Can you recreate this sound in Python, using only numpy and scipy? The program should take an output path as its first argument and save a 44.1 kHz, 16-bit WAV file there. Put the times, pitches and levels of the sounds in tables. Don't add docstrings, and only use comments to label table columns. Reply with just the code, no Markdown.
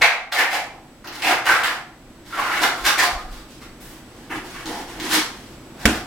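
import sys
import numpy as np
from scipy import signal
from scipy.fft import rfft, irfft
from scipy.io import wavfile
from scipy.ndimage import uniform_filter1d

SR = 44100
rng = np.random.default_rng(int(sys.argv[2]) if len(sys.argv) > 2 else 0)


def transcribe(u):
    v = np.clip(np.atleast_2d(u).T, -1, 1)
    q = np.round(v * 32767).astype(np.int16)
    wavfile.write(sys.argv[1], SR, q)


N = 267246
T = np.arange(N) / SR

# f/Hz, level/dB
AIR_SPECTRUM = [(15, -21), (25, 3), (84, -8.5), (127, -1.5), (170, -7.5), (256, -0.5), (285, -5.5),
                (326, -1.5), (439, -13.5), (476, -10.5), (1160, -18), (1330, -18), (3250, -23.5),
                (7920, -31), (16000, -36.5)]
# t/s, level/dB
DUCKING_GAIN = [(0, -37), (.15, -55), (.9, -45.5), (1.6, -49), (2.15, -44.5), (6.06, -40.5)]
# t/s, rise/s, hold/s, level/dB
WEIGHT_SHIFTS = [(2.35, .08, .2, -50), (2.8, 0.037, .015, -31.5), (3.122, 0.016, .025, -28),
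                 (3.203, 0.047, .16, -37), (3.552, 0.11, 0.32, -51), (4.3, 0.23, .6, -51)]
# f/Hz, T60/s
REVERB_TIMES = [(100, 0.22), (400, 0.54), (1000, 0.5), (2700, 0.43), (7000, 0.4), (15000, 0.28)]
# f/Hz, coherence/1
COHERENCE = [(100, .99), (500, 0.95), (1000, 0.8), (1800, 0.56), (2700, 0.15), (5000, 0.027),
             (15000, 0.014)]

# t/s, rise/s, hold/s, force/dB, wet drag/dB re force, grit/dB re force
SCOOPS = [(3.476, .012, .09, -58, -15, 12), (3.601, 0.02, 0.011, -39, -12, -1),
          (3.792, 0.011, 0.18, -48.5, -0.5, 3), (4.0, 0.18, 0.13, -53, 5, 2),
          (4.292, 0.019, 0.016, -24, 3.5, -13), (4.339, 0.016, 0.011, -36, -7, 2.5),
          (4.408, 0.05, 0.23, -44, 4, 3.5), (4.524, 0.028, 0.055, -35.5, -21, -7),
          (4.652, 0.0056, 0.16, -36.5, 8, 1.5), (4.84, .04, 0.16, -42.5, 5.5, 1.5),
          (4.979, 0.067, 0.11, -30.5, 4, 1), (5.083, 0.063, .018, -17, -4, 4.5),
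          (5.294, 0.05, 0.19, -51.5, -3, 5)]
# f/Hz, level/dB
BUCKET_DRAG_SPECTRUM = [(70, -21), (160, -16), (250, -2.5), (370, 5.5), (420, -31), (480, 2.5), (570, -19),
                        (720, 0.5), (950, -3.5), (1500, -32.5)]
# f/Hz, level/dB
BUCKET_GRIT_SPECTRUM = [(1500, -22), (2600, 3.5), (3900, 2), (5200, 1.5), (7000, -3.5), (10000, -5.5),
                        (16000, -13)]
# t/s, rise/s, hold/s, level/dB
WALL_SHOVES = [(4.295, 0.087, 0.024, -30), (4.648, 0.014, 0.019, -29), (4.95, 0.13, .025, -31.5),
               (5.114, 0.069, 0.028, -22)]
# f/Hz, bandwidth/Hz, level/dB
WALL_MODES = [(230, 14, -16), (252, 7.3, -9), (315.2, 5.8, 25), (322, 9.8, -12)]

# f/Hz, level/dB
SPLAT_SPECTRUM = [(100, -5.5), (300, 6), (520, -7.5), (780, -3.5), (1100, -10.5), (1550, -0.5),
                  (2000, -7.5), (2700, -4), (4000, -12), (8000, -14.5), (16000, -28)]
# f/Hz, bandwidth/Hz, level/dB
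THUD_MODES = [(62.6, 6.5, -15), (98.5, 6.5, -22), (219.7, 5.6, -13.5), (260, 26, -6), (327, 3.3, -22),
              (424, 5.1, -27)]
# f/Hz, level/dB
SHUDDER_SPECTRUM = [(15, -7), (60, -1), (110, 5), (160, -22), (300, -37), (800, -73)]

# t/s, clack/dB, tick/dB
KNOCKS = [(0.019, 0, -32), (0.0366, -29, -32), (0.079, -25, -37), (0.324, -17, -15), (1.046, -35, -28.5),
          (1.074, -25, -19.5), (1.222, -9.5, -16), (1.636, -12, -8.5), (2.646, -28, -25), (2.989, -8, -16),
          (4.658, -33, -19), (5, -26, -15)]
# f/Hz, level/dB
CLACK_SPECTRUM = [(200, -50), (700, -11), (2000, 13), (3100, 9.5), (4500, 3), (8000, -4), (16000, -67)]
# f/Hz, level/dB
TICK_SPECTRUM = [(1500, -11), (4000, 5.5), (8000, -6), (16000, -11)]
# centre t/s, length/s, f/Hz, level/dB
CHATTER_TONES = [(.035, .04, 2040, -21), (0.04, 0.0455, 2370, -17.5), (.048, .035, 694, -20),
                 (.05, 0.038, 867, -22.5), (.405, 0.093, 1783, -18.5), (.555, .07, 713.5, -28.5),
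                 (1.31, .09, 723.4, -19.5), (1.515, .12, 1535, -17), (1.53, 0.15, 1353, -23),
                 (2.342, .05, 1338, -26), (2.395, 0.035, 1125, -21.5), (2.478, 0.26, 1422, -30),
                 (3.005, .055, 1800, -17), (3.044, .07, 1040, -22.5), (3.075, .09, 724, -25),
                 (3.2, 0.068, 1216, -36), (3.255, 0.062, 739, -39.5)]

# t/s, rise/s, hold/s, force/dB, sag over the hold/dB,
# wet drag/dB re force, grit/dB re force, floor boom/dB re force, bite f/Hz
PUSHES = [(0.01, 0.0064, 0.033, -10, -4.5, -11, -13.5, -44, 2100),
          (0.093, 0.031, 0.013, -25, -5, -1.5, -27, -38, 2060),
          (0.316, 0.0059, 0.053, -20, -2.5, -1, -6.5, -25, 1880),
          (0.358, 0.038, 0.021, -13.5, -7, -12, -11, -20, 2020),
          (0.399, 0.03, 0.013, -28.5, -10, 12, -6, -16, 1900),
          (0.495, 0.039, 0.028, -19.5, -4.5, -0.5, -6, -19, 2040),
          (0.6, .04, 0.21, -53.5, -11, 11.5, -7, 3, 716),
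          (1.04, .003, 0.046, -33, -10.5, 2, -12, -5.5, 1190),
          (1.092, .03, 0.1, -41, 4.5, -3, -1, -8.5, 1600),
          (1.214, 0.038, 0.057, -16.5, -3.5, -2.5, -5.5, -14, 2340),
          (1.275, 0.032, 0.028, -18, -7, 1, -15, -13, 820),
          (1.442, 0.034, 0.13, -12.5, -15.5, -6.5, -8.5, -26, 1450),
          (1.624, 0.017, 0.011, -16, -1, -23, -7.5, -27, 1570),
          (1.656, 0.026, 0.1, -24, -19.5, -6, -9, -22, 1240),
          (2.236, .06, 0.023, -42.5, 0, -14, 1.5, -23, 1490),
          (2.318, .009, .04, -28, -3, -11, -8.5, -15, 1270),
          (2.36, 0.022, .012, -20.5, 1.5, -8, -9.5, -19, 1160),
          (2.403, 0.032, 0.14, -24, 1, -14, -10, -18.5, 1340),
          (2.588, 0.048, 0.011, -13.5, -5.5, -6.5, -3.5, -13, 1210),
          (2.69, 0.066, .12, -43, 8, 0, 1.5, -5, 1080), (2.834, 0.033, 0.027, -13, -5, -9, -3, -21.5, 1400),
          (2.97, .014, 0.025, -14.5, -4, -7, -0.5, -19, 1800),
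          (3.006, 0.024, .05, -20.5, -16, -1, 1, -12, 960), (3.107, .03, 0.095, -45, -3, -20, -2, -13, 950),
          (3.265, 0.073, 0.076, -43, -7.5, -20, 2, -23, 900),
          (5.752, 0.11, 0.092, -34.5, 2, -0.5, -1, -20, 1520)]
# f/Hz, level/dB
DRAG_SPECTRUM = [(100, -70), (240, -40), (330, -18.5), (430, -32), (500, 0.5), (620, -9.5), (750, 5),
                 (950, -4), (1200, -16.5), (2000, -42.5)]
# f/Hz, level/dB
EDGE_SPECTRUM = [(500, -56.5), (850, -1), (1050, 1.5), (1600, 4), (2100, 4.5), (2600, -1), (3100, -4),
                 (4500, -48.5)]
# f/Hz, level/dB
GRIT_SPECTRUM = [(1500, -46), (2600, -11.5), (3300, 0), (5000, -1), (6500, -6.5), (9000, -9.5),
                 (12000, -10.5), (16000, -15)]
# f/Hz, bandwidth/Hz, level/dB
BLADE_MODES = [(728, 3.9, 7), (1061, 8.2, 7.5), (1209, 10, 7), (1389, 20, 6.5), (1535, 18, -7),
               (1603, 83, -4), (1800, 59, -16), (2040, 38, -8), (2083, 37, 1), (2328, 22, 5.5),
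               (2592, 44, 2)]


def amp(db):
    return 10 ** (np.asarray(db) / 20)


def unit_rms(x):
    return x / np.sqrt(np.mean(x ** 2) + 1e-20)


def value_at(points, hz):
    f, value = np.transpose(points)
    return np.interp(np.log(hz + 1), np.log(f + 1), value)


def colour(x, spectrum, size=4096):
    log_gain = np.log(amp(value_at(spectrum, abs(np.fft.fftfreq(size, 1 / SR)))))
    taps = np.fft.ifft(np.exp(np.conj(signal.hilbert(log_gain)))).real[:size // 2]
    return signal.oaconvolve(x, taps / np.linalg.norm(taps))[:len(x)]


def resonate(x, hz, width_hz):
    turn = np.exp(2j * np.pi * np.cumsum(hz * np.ones(len(x))) / SR)
    pole = np.exp(-np.pi * width_hz / SR)
    return 2 * (turn * signal.lfilter([1 - pole], [1, -pole], x / turn + 1e-18)).real


def diffuse(pair):
    coherence = np.clip(value_at(COHERENCE, np.fft.rfftfreq(pair.shape[1], 1 / SR)), -1, 1)
    mid, side = rfft(pair) * np.sqrt([(1 + coherence) / 2, (1 - coherence) / 2])
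    return irfft(np.array([mid + side, mid - side]), pair.shape[1])


def pressed(start, rise, hold, db, sag_db, lift_db_per_s=478):
    age = np.maximum(T - start, 0)
    held = np.clip((age - rise) / hold, 0, 1)
    lifted_s = np.clip(age - rise - hold, 0, 1)
    return np.minimum(age / rise, 1) * amp(db + sag_db * held - lift_db_per_s * lifted_s)


def burst(start, decay_s):
    out = np.zeros(N)
    part = out[max(int(start * SR), 0):][:SR // 2]
    part += rng.standard_normal(SR // 2)[:len(part)] * np.exp(-T[:len(part)] / decay_s)
    return out / np.linalg.norm(part)


def grains(per_s, size_db, clump_db, clump_hz):
    clicks = (rng.random(N) < per_s / SR) * rng.choice([-1, 1], N)
    sizes = amp(size_db * np.minimum(rng.exponential(1, N), 4))
    clumps = np.interp(T * clump_hz, np.arange(N), np.clip(rng.standard_normal(N), -2, 2))
    return unit_rms(clicks * sizes * amp(clump_db * clumps))


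def background(whine_hz=7890, whine_width_hz=35):
    air = np.array([colour(rng.standard_normal(N), AIR_SPECTRUM) for _ in range(2)])
    ducking = amp(np.interp(T, *np.transpose(DUCKING_GAIN)))
    phase_walk = np.cumsum(rng.standard_normal((2, N)), axis=1) * np.sqrt(2 * np.pi * whine_width_hz / SR)
    whine = unit_rms(np.sin(2 * np.pi * whine_hz * T + phase_walk))
    low_band = signal.butter(4, [16, 48], "band", fs=SR, output="sos")
    rumble = unit_rms(signal.sosfilt(low_band, rng.standard_normal(N)))
    load = amp(-65) + sum(pressed(*shift, sag_db=-3) for shift in WEIGHT_SHIFTS)
    return ducking * diffuse(air + amp(-20.5) * whine) + load * rumble


def room(x, first_s, patterns=1, echoes_per_s=6000, switches_per_s=130):
    out = np.zeros((2, N))
    for k in range(patterns):
        echoes = rng.standard_normal((2, SR)) * (rng.random((2, SR)) < echoes_per_s / SR)
        hz, t, bands = signal.stft(echoes * (T[:SR] > first_s), SR, nperseg=256)
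        decay = amp(-60 * t / value_at(REVERB_TIMES, hz)[:, None])
        tail = signal.istft(bands * decay, SR, nperseg=256)[1]
        tail = diffuse(tail / np.linalg.norm(tail, axis=1, keepdims=True))
        active = np.floor(T * switches_per_s) % patterns == k
        crossfade = np.sqrt(uniform_filter1d(active * 1., size=200).clip(0))
        out += signal.fftconvolve((x * crossfade)[None], tail, axes=1)[:, :N]
    return out


def wipe():
    treble = signal.butter(2, 6700, "high", fs=SR, output="sos")
    hiss = signal.sosfilt(treble, rng.standard_normal(N))
    return pressed(start=3.8, rise=0.0082, hold=0.17, db=-40.5, sag_db=-11) * hiss


def scoop_gains():
    power = np.zeros((3, N))
    for start, rise, hold, db, drag_db, grit_db in SCOOPS:
        force = pressed(start, rise, hold, db, sag_db=-4.5)
        power += (force * amp([[0], [drag_db], [grit_db]])) ** 2
    return np.sqrt(power)


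def bucket():
    force, drag_gain, grit_gain = scoop_gains()
    sand = grains(per_s=2400, size_db=3.5, clump_db=0.5, clump_hz=354)
    paste = grains(per_s=530, size_db=2.5, clump_db=5, clump_hz=119.75)
    drag = drag_gain * amp(-3.5) * colour(paste, BUCKET_DRAG_SPECTRUM)
    edge = force * amp(-0.13) * colour(sand, EDGE_SPECTRUM)
    grit = grit_gain * amp(-1.55) * colour(sand, BUCKET_GRIT_SPECTRUM)
    shove = sum(pressed(*row, sag_db=-9) for row in WALL_SHOVES)
    wall = shove * unit_rms(sum(amp(db) * resonate(paste, hz, width) for hz, width, db in WALL_MODES))
    return drag + edge + grit, wall


def slap(start=5.8538, pulse_s=0.0033, rise_s=0.0024):
    age = np.maximum(T - start, 0)
    pulse = (1 - age / pulse_s) * np.exp(-age / pulse_s) * (1 - np.exp(-(age / rise_s) ** 2))
    splashes = [colour(burst(start + 0.00112, decay_s=0.0074), SPLAT_SPECTRUM) for _ in range(2)]
    splat = diffuse(np.array(splashes))
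    thud = sum(amp(db) * np.exp(-np.pi * width * age) * np.sin(2 * np.pi * hz * age)
               for hz, width, db in THUD_MODES)
    shudder = colour(burst(start, decay_s=0.056), SHUDDER_SPECTRUM)
    wall_echo = np.interp(T - 0.018, T, pulse)
    crack = colour(signal.unit_impulse(N, int((start + 0.0026) * SR)), SPLAT_SPECTRUM)
    impact = amp(19) * splat + amp(1.5) * pulse + amp(-5) * thud + amp(0.5) * shudder
    return impact + amp(-13) * wall_echo + amp(14.5) * room(crack, first_s=0.0046)


def knocks():
    clacks = sum(amp(db) * burst(start, decay_s=0.00034) for start, db, _ in KNOCKS)
    ticks = sum(amp(db) * burst(start, decay_s=0.00013) for start, _, db in KNOCKS)
    return amp(13) * colour(clacks, CLACK_SPECTRUM) + amp(9) * colour(ticks, TICK_SPECTRUM)


def chatter():
    out = np.zeros(N)
    for centre, length, hz, db in CHATTER_TONES:
        swell = signal.windows.hann(int(length * SR))
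        waver, rough = (unit_rms(uniform_filter1d(rng.standard_normal(SR), size=150))[:len(swell)]
                        for _ in range(2))
        phase = 2 * np.pi * np.cumsum(hz * (1 + 0.023 * waver)) / SR
        first = max(int((centre - length / 2) * SR), 0)
        out[first:first + len(swell)] += amp(db) * swell * np.sin(phase) * (1 + 0.04 * rough)
    return out


def push_curves(tilt_octaves=0.051):
    power, weighted_hz = np.zeros((4, N)), np.zeros(N)
    for start, rise, hold, db, sag_db, drag_db, grit_db, boom_db, hz in PUSHES:
        force = pressed(start, rise, hold, db, sag_db)
        tilt = np.clip((T - start) / (rise + hold), 0, 1) - 0.5
        power += (force * amp([[0], [drag_db], [grit_db], [boom_db]])) ** 2
        weighted_hz += force ** 2 * hz * 2 ** (-tilt_octaves * tilt)
    bite_hz = np.maximum(weighted_hz / (power[0] + 1e-30), BLADE_MODES[0][0])
    return *np.sqrt(power), bite_hz


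def trowel(floor_hz=330, floor_width_hz=47, bite_width_hz=1100):
    force, drag_gain, grit_gain, boom_gain, bite_hz = push_curves()
    sand = grains(per_s=5000, size_db=4, clump_db=4, clump_hz=303.3)
    paste = grains(per_s=2500, size_db=3, clump_db=2.5, clump_hz=151.7)
    slips = grains(per_s=4400, size_db=3, clump_db=4.5, clump_hz=254.6)
    drag = drag_gain * amp(-4) * colour(paste, DRAG_SPECTRUM)
    floor = resonate(paste, floor_hz, floor_width_hz)
    boom = boom_gain * unit_rms(resonate(floor, floor_hz, 2 * floor_width_hz))
    edge = force * colour(sand, EDGE_SPECTRUM)
    bite = force * unit_rms(resonate(resonate(slips, bite_hz, bite_width_hz), bite_hz, bite_width_hz))
    grit = grit_gain * colour(sand, GRIT_SPECTRUM)
    ring = sum(amp(db) * resonate(bite + amp(2) * drag, hz, width) for hz, width, db in BLADE_MODES)
    scrape = drag + boom + amp(-4) * edge + amp(-3.5) * bite + amp(-0.24) * grit
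    return scrape, amp(-0.5) * ring


def scene():
    scrape, ring = trowel()
    scoop, wall = bucket()
    rubbing = scrape + scoop + wipe()
    taps, squeal = knocks(), chatter()
    direct = amp(-8.5) * rubbing + amp(-5) * ring + amp(-6) * taps + amp(1.5) * (squeal + wall)
    scrape_echo = room(amp(-1) * rubbing + amp(4) * taps, first_s=0.001, patterns=4)
    ring_echo = room(amp(-3) * ring + amp(-1.5) * squeal + amp(-13) * wall, first_s=0.0049, patterns=2)
    balance = amp([[-0.25], [0.25]])
    return (direct + scrape_echo + ring_echo + slap() + background()) * balance


def record(dry, cutoff_hz=16150):
    low_pass = signal.firwin(511, cutoff_hz, window=("kaiser", 9), fs=SR)
    return signal.oaconvolve(np.clip(dry, -1, 1), low_pass[None], "same")


dry = scene()
out = record(dry)
transcribe(out)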